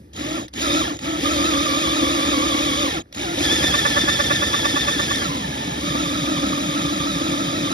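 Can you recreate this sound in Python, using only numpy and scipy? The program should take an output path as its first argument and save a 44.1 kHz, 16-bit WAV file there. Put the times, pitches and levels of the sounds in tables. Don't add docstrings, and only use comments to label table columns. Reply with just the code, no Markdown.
import sys
import numpy as np
from scipy import signal
from scipy.fft import rfft, irfft, next_fast_len
from scipy.io import wavfile
from scipy.ndimage import uniform_filter1d, map_coordinates

SR = 44100
rng = np.random.default_rng(int(sys.argv[2]) if len(sys.argv) > 2 else 0)


def output_pcm(signal):
    pcm = np.clip(np.atleast_2d(signal).T, -1, 1) * 32767
    wavfile.write(sys.argv[1], SR, np.round(pcm).astype(np.int16))


N = 340893

# start in seconds, ramp in seconds, new mesh rate before load in Hz.
TRIGGER = [(.132, .066, 540), (.21, .14, 680), (.372, .1, 0), (.531, .088, 1296), (.803, .184, 0),
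           (.984, .069, 652), (1.184, .059, 1261), (1.516, .1, 1215), (2.25, .1, 1180), (2.86, .12, 640),
           (2.98, .045, 0), (3.135, .045, 600), (3.19, .03, 830), (3.235, .035, 710), (3.337, .102, 1735),
           (3.608, .673, 1762), (5.195, .11, 1100), (5.34, .12, 878), (5.759, .109, 1274)]
# time in seconds, place in turns.
TIGHT_SPOT = [(3.04, .631), (3.1, .825)]
# time in seconds, share of the full depth.
DEPTH = [(2.9, 0), (4.8, 1)]
# time in seconds, push in dB.
PUSH = [(.3, -0.5), (1.4, 0), (2.8, 0), (3.25, 0), (3.55, -0.5), (4.4, -3.5), (5.2, -4), (5.6, -3.5),
        (7.73, -4.5)]
DRAG_SHALLOW = [(0, -.068), (.12, -.035), (.26, -.045), (.4, .015), (.56, .055), (.7, .005), (.86, -.035),
                (1, -.068)]
DRAG_DEEP = [(0, -.075), (.12, .03), (.3, .03), (.4, -.045), (.53, -.005), (.69, -.085), (.82, -.025),
             (.94, -.075), (1, -.075)]
DRAG_FULL = [(0, -.06), (.12, -.012), (.31, .036), (.46, -.006), (.6, .044), (.73, -.006), (.85, -.01),
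             (1, -.06)]
PINION_TEETH, MESH_PER_TURN = 13, 200
CUT_HZ, FULL_HZ = 1250, (1400, 1700)
GRAZE_HZ = (720, 1050)
WANDER = .007

GEAR_DB, GEAR_GROWS, GEAR_DRAG_DB = -27, 0.4, 28
# mesh rate in Hz, level in dB.
SING = [(500, -7.5), (900, -1), (1200, 2), (1750, 4.5)]
SING_LAG_S, SING_PUSH, SING_DRAG_DB = 0.02, 0.15, 20
SURGE_HZ_PER_S = 900
# centre in Hz, width in Hz, relative level in dB.
HOUSING = [(850, 85, -4.5), (1330, 114, -6.5), (1766, 120, -5), (2300, 280, -2), (3180, 460, 1),
           (3834, 240, 3), (4880, 71, -2), (6765, 167, 7)]
# frequency in Hz, relative level in dB.
RASP = [(150, -70), (450, 4.5), (750, 1), (1500, 1), (2800, 2), (4400, 0.5), (6000, 0), (7000, -11.5),
        (8000, -4), (10500, -11.5), (12700, -13.5), (14000, -22)]
# multiple of the mesh rate, relative level in dB.
WHINE = [(.75, -14), (1, 0), (1.25, -12), (1.43, -11), (1.9, -9), (2, 1), (2.85, -9), (3, -2.5), (4, -7)]
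# frequency in Hz, relative level in dB.
GEARBOX = [(300, 0), (650, 6), (900, 5.5), (1000, 4), (1150, 7.5), (1240, 1), (1320, 5.5), (1500, -3),
           (1700, -.5), (1790, 2), (2000, -5), (2400, -5.5), (2850, -8), (3350, 4), (3600, 3.5), (3900, -1),
           (4450, -5), (4850, 0), (5100, -6), (5400, -5.5), (8000, -24)]
# its tooth rate in Hz, level in dB.
HUM = [(20, -80), (150, -44), (250, -36), (300, -31), (345, -29.5), (400, -42), (470, -42), (525, -33),
       (600, -34.5), (660, -37), (720, -44), (850, -47)]
SLOW_STAGE, HUM_PUSH = .475, 1.1

# mesh rate in Hz, level in dB.
BITE = [(30, -56), (250, -28.5), (600, -28.5), (740, -31.5), (900, -31), (1130, -26), (1330, -23.5),
        (1750, -27.5)]
BITE_LAG_S = 0.011
SAW_STROKES, TOOTH_GROUPS, TOOTH_SHIFT = 48, 6, .2
# centre in Hz, width in Hz, relative level in dB.
PANEL = [(287, 33.5, 1.5), (339.6, 26.2, -1), (525, 72, -17), (903, 11, -12)]
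# frequency in Hz, relative level in dB.
DRUM = [(30, -4), (100, 9.0), (240, -11.5), (900, -2.5), (1500, 2.5), (3000, -32)]
# frequency in Hz, relative level in dB.
SLACK = [(180, 0), (255, 6), (300, 1.5), (360, -5.5), (560, 1.5), (1200, 5)]
# beats a turn, swing in dB.
THROB = [(1, 1.2), (3, 1.9), (4, 2), (6, 1.9)]
# time in seconds, level in dB before the common gain.
BINDS = [(3.513, -27), (3.626, -25), (3.739, -17.5), (3.854, -16), (3.969, -15.5), (4.082, -16),
         (4.196, -16.5), (4.307, -16.5), (4.425, -17.5), (4.538, -17.5), (4.649, -18), (4.764, -19),
         (4.881, -19), (4.995, -20), (5.109, -22), (5.22, -23.5)]
BIND_DB = 1
# multiple of the slip rate, mean relative level in dB.
SLIP = [(2, 1), (3, 0), (4, 10), (5, 5), (6, 5.5), (7, -6), (8, -8), (9, 0)]
# turns past the tight spot, mean peak in dB, mean starting pitch in Hz, swell in seconds.
RIM = [(.14, -29, 235.5, 0.017), (.42, -26, 199, 0.013), (.63, -22.5, 165, .009)]
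LOOSE_S = 5.2
# time in seconds, peak in dB before gain, noise draw and colour.
CLICKS = [(.1336, -31.5), (.163, -25), (.4818, -30.5), (.5372, -25), (.9674, -27.5), (.9906, -24.5),
          (2.9944, -36), (3.1263, -28), (3.147, -22.5)]

# mesh rate in Hz, level in dB.
SHAKE = [(30, -54.5), (600, -38.5), (900, -35), (1270, -35), (1750, -30)]
SETTLE_DB, SETTLE_DB_PER_S = -47, 122
# frequency in Hz, relative level in dB.
RUMBLE = [(50, -28), (85, -5.5), (110, 0.5), (185, 0.5), (260, 0), (450, -7.5), (900, -34.5)]
# frequency in Hz, relative level in dB.
BOOM = [(20, -41), (35, -39), (50, -18), (66, -6.5), (90, -14.5), (150, -38), (400, -72)]
BOOM_DB, BOOM_GROWS, BOOM_PUSH = -38, 1, 1.37
# frequency in Hz, relative level in dB.
CABIN = [(20, -31), (32, -26), (40, -12), (62, 27), (100, 24.5), (200, -32), (400, -3), (1500, -6),
         (6000, -17.5), (14000, -61)]

# frequency in Hz, lead of the left port in radians.
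LEAD = [(60, 0), (220, -.3), (400, -1.1), (600, -1.25), (950, -3), (1380, -2.4), (1810, -5.7), (2900, -3.4),
        (3450, -5.3), (3960, -5.2), (4310, -4.6), (5000, -6.7), (7000, -3.3), (8500, -2.9), (10000, -.4),
        (12000, 1.9)]
# frequency in Hz, left over right in dB.
TILT = [(200, 0), (330, 1.5), (750, 0), (1200, -5), (1500, -2), (1850, -4.5), (2750, 3), (3800, -1.5),
        (5200, .3)]
# frequency in Hz, share of the power.
DIFFUSE = [(200, 0.00041), (500, 0.0017), (900, 0.048), (1300, 0.14), (2200, 0.13), (3600, 0.33),
           (6000, 0.011), (12000, 0.013)]
TOP_HZ = 13200


def gearbox(mesh, speed, turn):
    drag = full_speed_drag(speed, turn)[1]
    effort = (speed / CUT_HZ) ** GEAR_GROWS * amp(GEAR_DB + curve(PUSH) + GEAR_DRAG_DB * drag)
    singing_gears = amp(singing(speed, turn)) * whine(mesh, speed)
    return effort * (rattle(mesh, speed) + singing_gears)


def rattle(mesh, speed, rasp_grows=0.78, motor_db=-0.5, turn_db=1, grit_db=-0.3, ring_db=-2, rasp_db=0.0):
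    shaft = np.cos(2 * np.pi * mesh / PINION_TEETH + 0.43 * wobble(40))
    saw_turn = np.cos(2 * np.pi * mesh / MESH_PER_TURN)
    gears = worn(mesh / PINION_TEETH) + worn(mesh / 10.6)
    force = .8 * gears + rng.standard_normal(N)
    force = force * amp(motor_db * shaft + turn_db * saw_turn + grit_db * wobble(900))
    chips = rng.standard_normal(N) * amp(motor_db * shaft + 1.36 * wobble(1200))
    ringing = amp(ring_db) * unit(resonate(force, HOUSING))
    rasping = amp(rasp_db) * (speed / CUT_HZ) ** rasp_grows * unit(coloured(chips, RASP))
    return ringing + rasping


def worn(turns, size=128):
    errors = rng.standard_normal(size)
    return unit(map_coordinates(errors, [turns % 1 * size], mode="grid-wrap"))


def whine(mesh, speed, jitter=.2, eccentric=.22, flutter_db=2.2, steadied=.55):
    shaft = 2 * np.pi * mesh / PINION_TEETH
    loose = np.interp(speed, FULL_HZ, [1, steadied])
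    runout = 0.099 * np.sin(shaft + wobble(30))
    backlash = jitter * wobble(90) + 0.18 * wobble(500)
    phase = 2 * np.pi * mesh + loose * (backlash + runout)
    tone = np.zeros(N)
    for multiple, db in WHINE:
        flutter = amp(db + flutter_db * wobble(70))
        sidebands = 1 + loose * eccentric * np.cos(shaft + wobble(22))
        tone += flutter * np.sin(multiple * phase) * sidebands
    return unit(coloured(footwell(tone), GEARBOX))


def singing(speed, turn):
    level_db = along(SING, lagging(speed, SING_LAG_S)) + SING_PUSH * curve(PUSH)
    drag_db = SING_DRAG_DB * full_speed_drag(speed, turn)[1]
    surge = uniform_filter1d(np.maximum(np.gradient(speed) * SR, 0), size=1500)
    return level_db + drag_db - surge / SURGE_HZ_PER_S


def footwell(x, t60=.07, wet_db=-13):
    t = np.arange(SR // 10) / SR
    tail = rng.standard_normal(len(t)) * amp(-60 * t / t60)
    reflections = signal.fftconvolve(x, tail / np.linalg.norm(tail))[:N]
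    return x + amp(wet_db) * reflections


def hum(mesh, speed, flutter_db=2, jitter=.2, twist=.55):
    slip = mesh - np.cumsum(speed) / SR
    teeth = SLOW_STAGE * (mesh + twist * slip)
    hz = np.abs(np.gradient(teeth)) * SR
    level_db = along(HUM, hz) + HUM_PUSH * curve(PUSH) + flutter_db * wobble(55)
    tone = np.sin(2 * np.pi * teeth + jitter * wobble(70))
    return amp(level_db) * np.sqrt(2) * tone


def trigger_speed():
    t = np.arange(N) / SR
    steps = np.diff([0] + [hz for _, _, hz in TRIGGER])
    speed = np.zeros(N)
    for (s, ramp_s, _), step in zip(TRIGGER, steps):
        speed += step * np.clip((t - s) / ramp_s, 0, 1)
    return np.abs(speed)


def gear_speed(speed, turn):
    full, full_drag = full_speed_drag(speed, turn)
    shallow = np.interp(turn % 1, *np.transpose(DRAG_SHALLOW))
    deep = np.interp(turn % 1, *np.transpose(DRAG_DEEP))
    ordinary = shallow + curve(DEPTH) * (deep - shallow)
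    return speed * (1 + full_drag + (1 - full) * engaged(speed) * ordinary + WANDER * wobble(45))


def full_speed_drag(speed, turn):
    full = np.interp(speed, FULL_HZ, [0, 1])
    return full, full * np.interp(turn % 1, *np.transpose(DRAG_FULL))


def engaged(speed):
    return np.interp(speed, GRAZE_HZ, [.25, 1])


def lagging(speed, lag_s):
    t = np.arange(N) / SR
    return np.interp(t - lag_s, t, speed)


def cutting(mesh, speed, turn, uneven_db=2, chance_db=2, push_share=0.69):
    scatter = np.interp(speed, [600, 1050, 1400, 1650], [.06, .06, .06, .3])
    spacing = TOOTH_SHIFT * np.sin(2 * np.pi * TOOTH_GROUPS * turn + wobble(14))
    strokes = mesh * SAW_STROKES / MESH_PER_TURN + spacing + scatter * wobble(110)
    strokes = np.maximum.accumulate(strokes)
    at = np.flatnonzero(np.diff(np.floor(strokes)))
    wear = rng.standard_normal(SAW_STROKES)[np.arange(len(at)) % SAW_STROKES]
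    plucks = np.zeros(N)
    plucks[at] = amp(uneven_db * wear + chance_db * rng.standard_normal(len(at)))
    scraping = amp(-10) * rng.standard_normal(N)
    drum = coloured(resonate(unit(plucks) + scraping, PANEL), DRUM)
    drum = drum + curve(DEPTH) * (coloured(drum, SLACK) - drum)
    strength = np.sqrt(np.abs(uniform_filter1d(drum ** 2, size=4000)) + 1e-12)
    throb_db = sum(db * np.cos(2 * np.pi * beats * turn + 1.4 * wobble(2.95)) for beats, db in THROB)
    bite_db = bite(speed) + push_share * curve(PUSH) + engaged(speed) * throb_db
    bite_db = bite_db + 0.5 * wobble(50) + 1.53 * wobble(12)
    return amp(bite_db) * drum / strength


def bite(speed, size=4400):
    level = along(BITE, lagging(speed, BITE_LAG_S))
    return np.minimum(level, uniform_filter1d(level, size=size))


def squawks(slip_hz=288, centre=.0065, width=.0078, vary_db=2):
    out, t = np.zeros(N), np.arange(-SR // 50, SR // 25) / SR
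    for s, db in BINDS:
        phase = 2 * np.pi * slip_hz * t + 0.0044 * np.cumsum(rng.standard_normal(len(t)))
        tone = np.zeros(len(t))
        for multiple, level in SLIP:
            gain = amp(level + rng.normal(0, vary_db))
            tone += gain * np.sin(multiple * phase + rng.uniform(0, np.pi))
        swell = np.exp(-.5 * ((t - centre) / width) ** 2)
        add(out, s + t[0], amp(db + BIND_DB) * unit(tone) * swell)
    return out


def bumps(turn, fall=6, vary_db=1.2):
    out, t = np.zeros(N), np.arange(SR // 8) / SR
    for spot, db, hz, swell_s in RIM:
        phase = 2 * np.pi * np.cumsum(hz * np.exp(-fall * t)) / SR
        swell = (t / swell_s * np.exp(1 - t / swell_s)) ** 2
        for s in passes(turn, spot, LOOSE_S, N / SR):
            thud = swell * np.sin(phase * rng.uniform(.96, 1.04))
            add(out, s, amp(db + rng.normal(0, vary_db)) * thud)
    return out


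def passes(turn, spot, start, end):
    s = np.flatnonzero(np.diff(np.floor(turn - spot))) / SR
    return s[(s > start) & (s < end)]


def clicks(t60=.03, gain_db=-1):
    out, t = np.zeros(N), np.arange(SR // 16) / SR
    for s, db in CLICKS:
        add(out, s, amp(db + gain_db - 60 * t / t60) * rng.standard_normal(len(t)))
    return coloured(out, RASP)


def cabin(speed, push_share=0.087, hush_db=-48):
    settling = amp(SETTLE_DB - SETTLE_DB_PER_S * np.arange(N) / SR)
    shaking = amp(along(SHAKE, speed) + push_share * curve(PUSH)) + settling
    rumble = shaking * unit(coloured(rng.standard_normal(N), RUMBLE))
    booming = (speed / CUT_HZ) ** BOOM_GROWS * amp(BOOM_DB + BOOM_PUSH * curve(PUSH))
    boom = booming * unit(coloured(rng.standard_normal(N), BOOM))
    hush = amp(hush_db) * unit(coloured(rng.standard_normal(N), CABIN))
    return rumble + boom + hush


def ports(x):
    side = np.array([[.5], [-.5]])

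    def share(hz):
        return np.clip(along(DIFFUSE, hz), 0, 1)

    direct = filtered(x, lambda hz: np.sqrt(1 - share(hz)) * np.exp(1j * side * along(LEAD, hz)))
    diffuse = diffused(filtered(x, lambda hz: np.sqrt(share(hz))))
    return filtered(direct + diffuse, lambda hz: amp(side * along(TILT, hz)))


def diffused(x, size=512):
    z = signal.stft(x, nperseg=size)[2]
    turned = z * np.exp(2j * np.pi * rng.random((2, *z.shape)))
    pair = signal.istft(turned, nperseg=size)[1][:, :N]
    return unit(pair) * np.std(x)


def amp(db):
    return 10 ** (np.asarray(db) / 20)


def unit(x):
    return x / np.sqrt(np.mean(x ** 2) + 1e-20)


def along(points, hz):
    f, v = np.transpose(points)
    return np.interp(np.log(hz + 1), np.log(f + 1), v)


def curve(rows):
    return np.interp(np.arange(N) / SR, *np.transpose(rows))


def wobble(rate):
    knots = rng.standard_normal(int(N * rate / SR) + 4)
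    return map_coordinates(knots, [np.arange(N) * rate / SR])


def filtered(x, response):
    m = next_fast_len(N + SR // 2)
    return irfft(rfft(x, m) * response(np.fft.rfftfreq(m, 1 / SR)), m)[..., :N]


def coloured(x, spectrum):
    return filtered(x, lambda hz: amp(along(spectrum, hz)))


def resonate(x, modes):
    def response(f):
        total = 0
        for k, (centre, width, db) in enumerate(modes):
            damping = 1j * f * width
            total = total + (-1) ** k * amp(db) * damping / (centre * centre - f * f + damping)
        return total

    return filtered(x, response)


def add(track, s, sound):
    part = track[max(round(s * SR), 0):][:len(sound)]
    part += sound[:len(part)]


def scene():
    speed = trigger_speed()
    turn = np.cumsum(speed) / SR / MESH_PER_TURN - curve(TIGHT_SPOT)
    mesh = np.cumsum(gear_speed(speed, turn)) / SR
    drill = gearbox(mesh, speed, turn) + hum(mesh, speed)
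    saw = cutting(mesh, speed, turn) + squawks() + bumps(turn)
    return ports(drill + saw + clicks() + cabin(speed))


def record(dry):
    return filtered(dry, lambda hz: hz < TOP_HZ)


dry = scene()
out = record(dry)
output_pcm(out)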